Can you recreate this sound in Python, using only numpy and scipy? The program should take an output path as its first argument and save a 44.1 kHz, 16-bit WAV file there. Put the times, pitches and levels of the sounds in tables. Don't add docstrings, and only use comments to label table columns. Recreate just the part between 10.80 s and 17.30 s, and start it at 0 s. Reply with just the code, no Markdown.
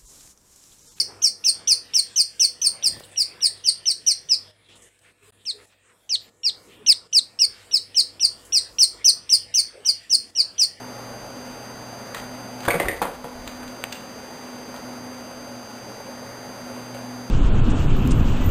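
import sys
import numpy as np
from scipy import signal
from scipy.io import wavfile
from scipy.ndimage import uniform_filter1d

SR = 44100
rng = np.random.default_rng(int(sys.argv[2]) if len(sys.argv) > 2 else 0)


def transcribe(u):
    v = np.clip(np.atleast_2d(u).T, -1, 1)
    q = np.round(v * 32767).astype(np.int16)
    wavfile.write(sys.argv[1], SR, q)


def ratio_of_db(decibels):
    return 10 ** (np.asarray(decibels, float) / 20)


N = 286650
T = np.arange(N) / SR


def unit(x):
    return x / np.sqrt(np.mean(x ** 2))


def band(x, lo_hz, hi_hz):
    return signal.sosfilt(signal.butter(2, [lo_hz, min(hi_hz, .45 * SR)], "band", fs=SR, output="sos"), x)


def hiss(lo_hz, hi_hz):
    return unit(band(rng.standard_normal(N), lo_hz, hi_hz))


def walk(rate_hz):
    k = int(SR / rate_hz)
    steps = np.repeat(rng.standard_normal(N // k + 1), k)
    return 1.2 * uniform_filter1d(uniform_filter1d(steps, k), k)[:N]


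def tone(hz):
    return np.sqrt(2) * np.sin(2 * np.pi * np.cumsum(hz * np.ones(N)) / SR)


def fade(t, t60):
    return np.exp(-np.log(1000) * t / max(t60, .001))


def add(out, s, x):
    i = int(s * SR)
    out[i:i + len(x)] += x[:N - i]


# start in seconds, length in seconds, hum level in dB.
HOLDS = [(0, .12, -44), (0.242, .09, -44.5), (0.497, 0.23, -42), (.84, 0.49, -48.5), (1.407, 0.19, -39),
         (1.693, 0.33, -41), (2.186, 0.11, -42), (2.351, .61, -40.5), (2.999, 0.49, -45.5),
         (3.504, 0.49, -42), (4.02, 0.42, -40), (4.46, 0.061, -44.5), (4.54, 0.28, -40.5),
         (4.92, 0.066, -38.5), (5.254, 0.2, -43.5), (5.596, 0.14, -41.5), (5.817, 0.66, -39)]


def servo_hum():
    idle_db, grip_s = -51.5, .04
    db = idle_db + 1.5 * walk(15)
    for s, length, hold_db in HOLDS:
        strain = np.clip(np.minimum(T - s, s + length - T) / grip_s + .5, 0, 1)
        db = db + (hold_db - idle_db) * strain
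    hz = 250.1 - .65 * T + 0.86 * walk(12) + 1.2 * walk(3)
    return ratio_of_db(db) * tone(hz)


# centre in Hz, width in Hz, level in dB.
FRAME = [
    (219.7, 5.4, -57.5),
    (294.2, 8, -59),
    (541.6, 45, -49.5),
    (848, 110, -52.5),
    (1448.4, 150, -57),
]


def frame():
    out = 0
    for hz, width_hz, db in FRAME:
        out = out + ratio_of_db(db + 1.8 * walk(4)) * hiss(hz - width_hz / 2, hz + width_hz / 2)
    return out


# start in seconds, peak in dB, ring in Hz, ring t60 in seconds.
RINGS = [(1.3462, -16, 1700, 0.012), (1.368, -24, 1420, 0.014), (1.861, -24, 1490, 0.025),
         (1.8812, -5.5, 940, 0.013), (1.9045, -7, 2250, 0.048), (1.908, -27, 4470, 0.075),
         (1.938, -13, 1487, 0.029), (2.062, -20.5, 382, 0.061), (2.084, -5.5, 1972, 0.036),
         (2.2169, -3, 860, 0.032), (2.221, -16.5, 578, 0.15), (2.25, -20.5, 930, 0.14),
         (3.942, -20.5, 880, .012), (6.19, -34, 970, 0.025)]
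# start in seconds, peak in dB, ring in Hz, ring t60 in seconds.
THUMPS = [(1.88, -14.5, 408, .03), (1.8845, -7, 1660, 0.013), (1.941, -17.5, 467, 0.075),
          (1.955, -22, 2220, 0.044), (1.9995, -6.5, 1970, 0.023), (2.004, -19, 1030, 0.036),
          (2.034, -20, 954, .052), (2.054, -25, 1374, 0.056), (2.095, -25.5, 435, 0.1),
          (2.113, -26.5, 1830, 0.14), (2.226, -13, 1310, 0.035), (2.443, -22.5, 987, 0.051),
          (2.553, -30, 580, 0.037), (2.83, -29.5, 1530, 0.028), (6.146, -27.5, 1400, 0.014)]
# start in seconds, peak in dB, ring in Hz, ring t60 in seconds.
TICKS = [(1.3465, -27, 2210, 0.014), (1.379, -34, 2130, 0.026), (1.805, -29.5, 1780, 0.011),
         (1.831, -37, 1200, 0.085), (2.0842, -17.5, 3500, 0.01), (2.213, -37, 1320, .03),
         (2.219, -22, 2110, .06), (2.6755, -24, 2370, 0.019), (2.878, -37, 1550, 0.032),
         (3.1255, -22, 3190, .025), (3.152, -35, 2800, 0.039), (3.963, -34, 2980, .009)]
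# start in seconds, peak in dB, ring in Hz, ring t60 in seconds.
BOOMS = [
    (1.95, -20.5, 165, 0.26),
    (2.219, -28.5, 181, 0.25),
    (2.445, -22.5, 180, 0.049),
]


def knocks():
    return (struck(RINGS, ring_db=0, body_db=-11.5, crack_db=-21)
            + struck(THUMPS, ring_db=0, body_db=-0.9, crack_db=-11.5)
            + struck(TICKS, ring_db=-2.5, body_db=-14, crack_db=0)
            + struck(BOOMS, ring_db=0, body_db=-28, crack_db=-30.5))


def struck(rows, ring_db, body_db, crack_db):
    out, t = np.zeros(N), T[:SR // 4]
    for s, db, hz, t60 in rows:
        noise = rng.standard_normal((3, len(t)))
        strike = np.sin(2 * np.pi * hz * t) * fade(t, .5 * t60) * np.minimum(t / .0006, 1)
        wide_hz = min(.22 * hz, 232)
        rough = unit(band(noise[0], hz - wide_hz, hz + wide_hz)) * fade(t, 1.6 * t60)
        ring = strike + .38 * rough
        body = unit(band(noise[1], 280, 800)) * fade(t, 2.5 * t60) * np.minimum(t / .002, 1)
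        top_hz = 1.5 * hz
        crack = band(noise[2], max(1000, .5 * hz), 1700 + top_hz)
        crack = unit(band(crack, 700, 2200 + top_hz)) * fade(t, 1.3 * t60) * np.minimum(t / .0004, 1)
        blow = ratio_of_db(ring_db) * ring + ratio_of_db(body_db - 4) * body + ratio_of_db(crack_db) * crack
        add(out, s, ratio_of_db(db) * blow)
    return out


# start in seconds, peak in dB.
SNAP = [
    (1.3795, -27),
    (2.6757, -20),
    (3.03993, -2),
    (3.0412, -23),
    (3.0426, -21),
    (3.1238, -18),
    (6.1465, -27),
]


def latch():
    out, t = np.zeros(N), T[:SR // 50]
    for s, db in SNAP:
        add(out, s, ratio_of_db(db) * np.sin(2 * np.pi * 2500 * t + .9) * fade(t, .0015))
    return out


# start in seconds, length in seconds, level in dB,
# treble share in dB, change over its length in dB.
SCRAPES = [
    (1.341, 0.11, -31, -3, -8),
    (1.778, 0.096, -43, -7.5, 19),
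    (1.876, 0.11, -26, 0.5, -2),
    (1.984, .2, -27, -0.5, -8.5),
    (2.212, 0.21, -26.5, -3.5, -14),
    (2.43, 0.3, -36, -10, -5),
    (3.11, .08, -47, 7, 2),
    (3.938, 0.067, -40, -13, -7),
    (6.136, 0.06, -40.5, 1, -9),
]


def drag():
    out = 0
    for s, length, db, treble_db, change_db in SCRAPES:
        on = uniform_filter1d(1. * ((T > s) & (T < s + length)), size=500)
        grit = rng.standard_normal(N) * ratio_of_db(4.5 * walk(200))
        body = unit(band(grit, 250, 1500))
        panels = ratio_of_db(treble_db) * unit(band(grit, 1000, 4000))
        boom = ratio_of_db(-7.5) * unit(band(grit, 110, 230))
        level = on * ratio_of_db(db - 7.5 + change_db * np.clip((T - s) / length, 0, 1))
        out = out + level * (body + panels + boom)
    return out


# start in seconds, peak in dB.
JOLTS = [
    (1.878, -15.5),
    (2.217, -19),
    (3.038, -27),
]


def jolts():
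    push_s = .004
    out, t = np.zeros(N), T[T < push_s]
    for s, db in JOLTS:
        add(out, s, -ratio_of_db(db) * np.sin(np.pi * t / push_s) ** 2)
    return out


def echo(x):
    t = T[:SR // 2]
    tail = band(rng.standard_normal(len(t)), 240, 3500) * fade(t, 0.44) * (t > .004)
    return signal.fftconvolve(x, tail / np.sqrt(np.sum(tail ** 2)))[:N]


def mains():
    since = np.maximum(T - 2.3, 0) / 1.2
    shade_db = -11.5 * np.minimum(since / 0.11, 1) * np.exp(-since)
    return ratio_of_db(-50 + shade_db + 3 * walk(5)) * tone(120)


# start in seconds, rumble level in dB, t60 in seconds.
BUMPS = [
    (1.36, -54, 0.96),
    (1.889, -33, 0.56),
    (2.04, -30.5, 0.95),
    (2.55, -40.5, 1),
]


def rumble():
    level = ratio_of_db(-57 - T + 2 * walk(6.6))
    t = T[:SR]
    for s, db, t60 in BUMPS:
        add(level, s, ratio_of_db(db) * np.minimum(t / .0084, 1) * fade(t, t60))
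    return level * hiss(24, 90)


# frequency in Hz, density in dB per Hz.
ROOM = [(15, -50), (25, -20), (69, -17), (113, -10), (169, -11), (242, -2), (332, -10), (557, -3),
        (1140, -11.5), (1470, -12), (4410, -29), (4830, -13.5), (5400, -34.5), (7020, -65), (11900, -120)]


def air():
    hz, db = np.transpose(ROOM)
    out, swell = 0, walk(1.6)
    for f in 80 * 2 ** np.arange(0, 6.1, .5):
        band_db = np.interp(np.log(f), np.log(hz), db) + 0.35 * swell + 1.2 * walk(9)
        out = out + ratio_of_db(band_db) * np.sqrt(f) * hiss(f / 2 ** .25, f * 2 ** .25)
    return ratio_of_db(-39) * unit(out)


def scene():
    blows, snap = knocks(), latch()
    robot = servo_hum() + frame()
    handling = blows + snap + drag() + jolts()
    tail = echo(ratio_of_db(-10) * blows + ratio_of_db(-20) * snap)
    return (robot + handling + tail + mains() + rumble() + air())[None]


def whine():
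    slip = uniform_filter1d((T - .017) * 30 % 1, size=200)
    return ratio_of_db(-42.5) * np.sin(2 * np.pi * 4740.33 * T - 2 * .62 * slip)


def lag(x, s):
    pole = np.exp(-1 / (s * SR))
    return signal.lfilter([1 - pole], [1, -pole], x)


def gain_control(x):
    knee_db, slope, release_db_per_s = -29, .36, 42
    level_db = 10 * np.log10(uniform_filter1d(x ** 2, size=400) + 1e-12)
    climb_db = release_db_per_s * T
    held_db = np.maximum.accumulate(level_db + climb_db) - climb_db
    cut_db = slope * np.maximum(held_db - knee_db, 0)
    return ratio_of_db(-lag(cut_db, .08) - 0.81 * lag(cut_db, 1.4))


def store(x):
    store_hz, shift, step = 11026, 2.12 / 4, 1 / 128
    held = np.floor(T * store_hz + shift)
    x = np.interp((held + .4 - shift) / store_hz, T, x)
    return step * np.round(x / step)


def roll_off(x):
    return signal.sosfilt(signal.butter(12, 16470, fs=SR, output="sos"), x)


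def record(dry):
    x = signal.sosfiltfilt(signal.butter(3, 6000, fs=SR, output="sos"), dry[0])
    x = (x + whine()) * gain_control(x)
    limit = .6
    x = store(limit * np.tanh(x / limit))
    x = signal.sosfiltfilt(signal.ellip(10, .1, 50, 15480, fs=SR, output="sos"), x)
    return roll_off(x[None])


dry = scene()
out = record(dry)
transcribe(out)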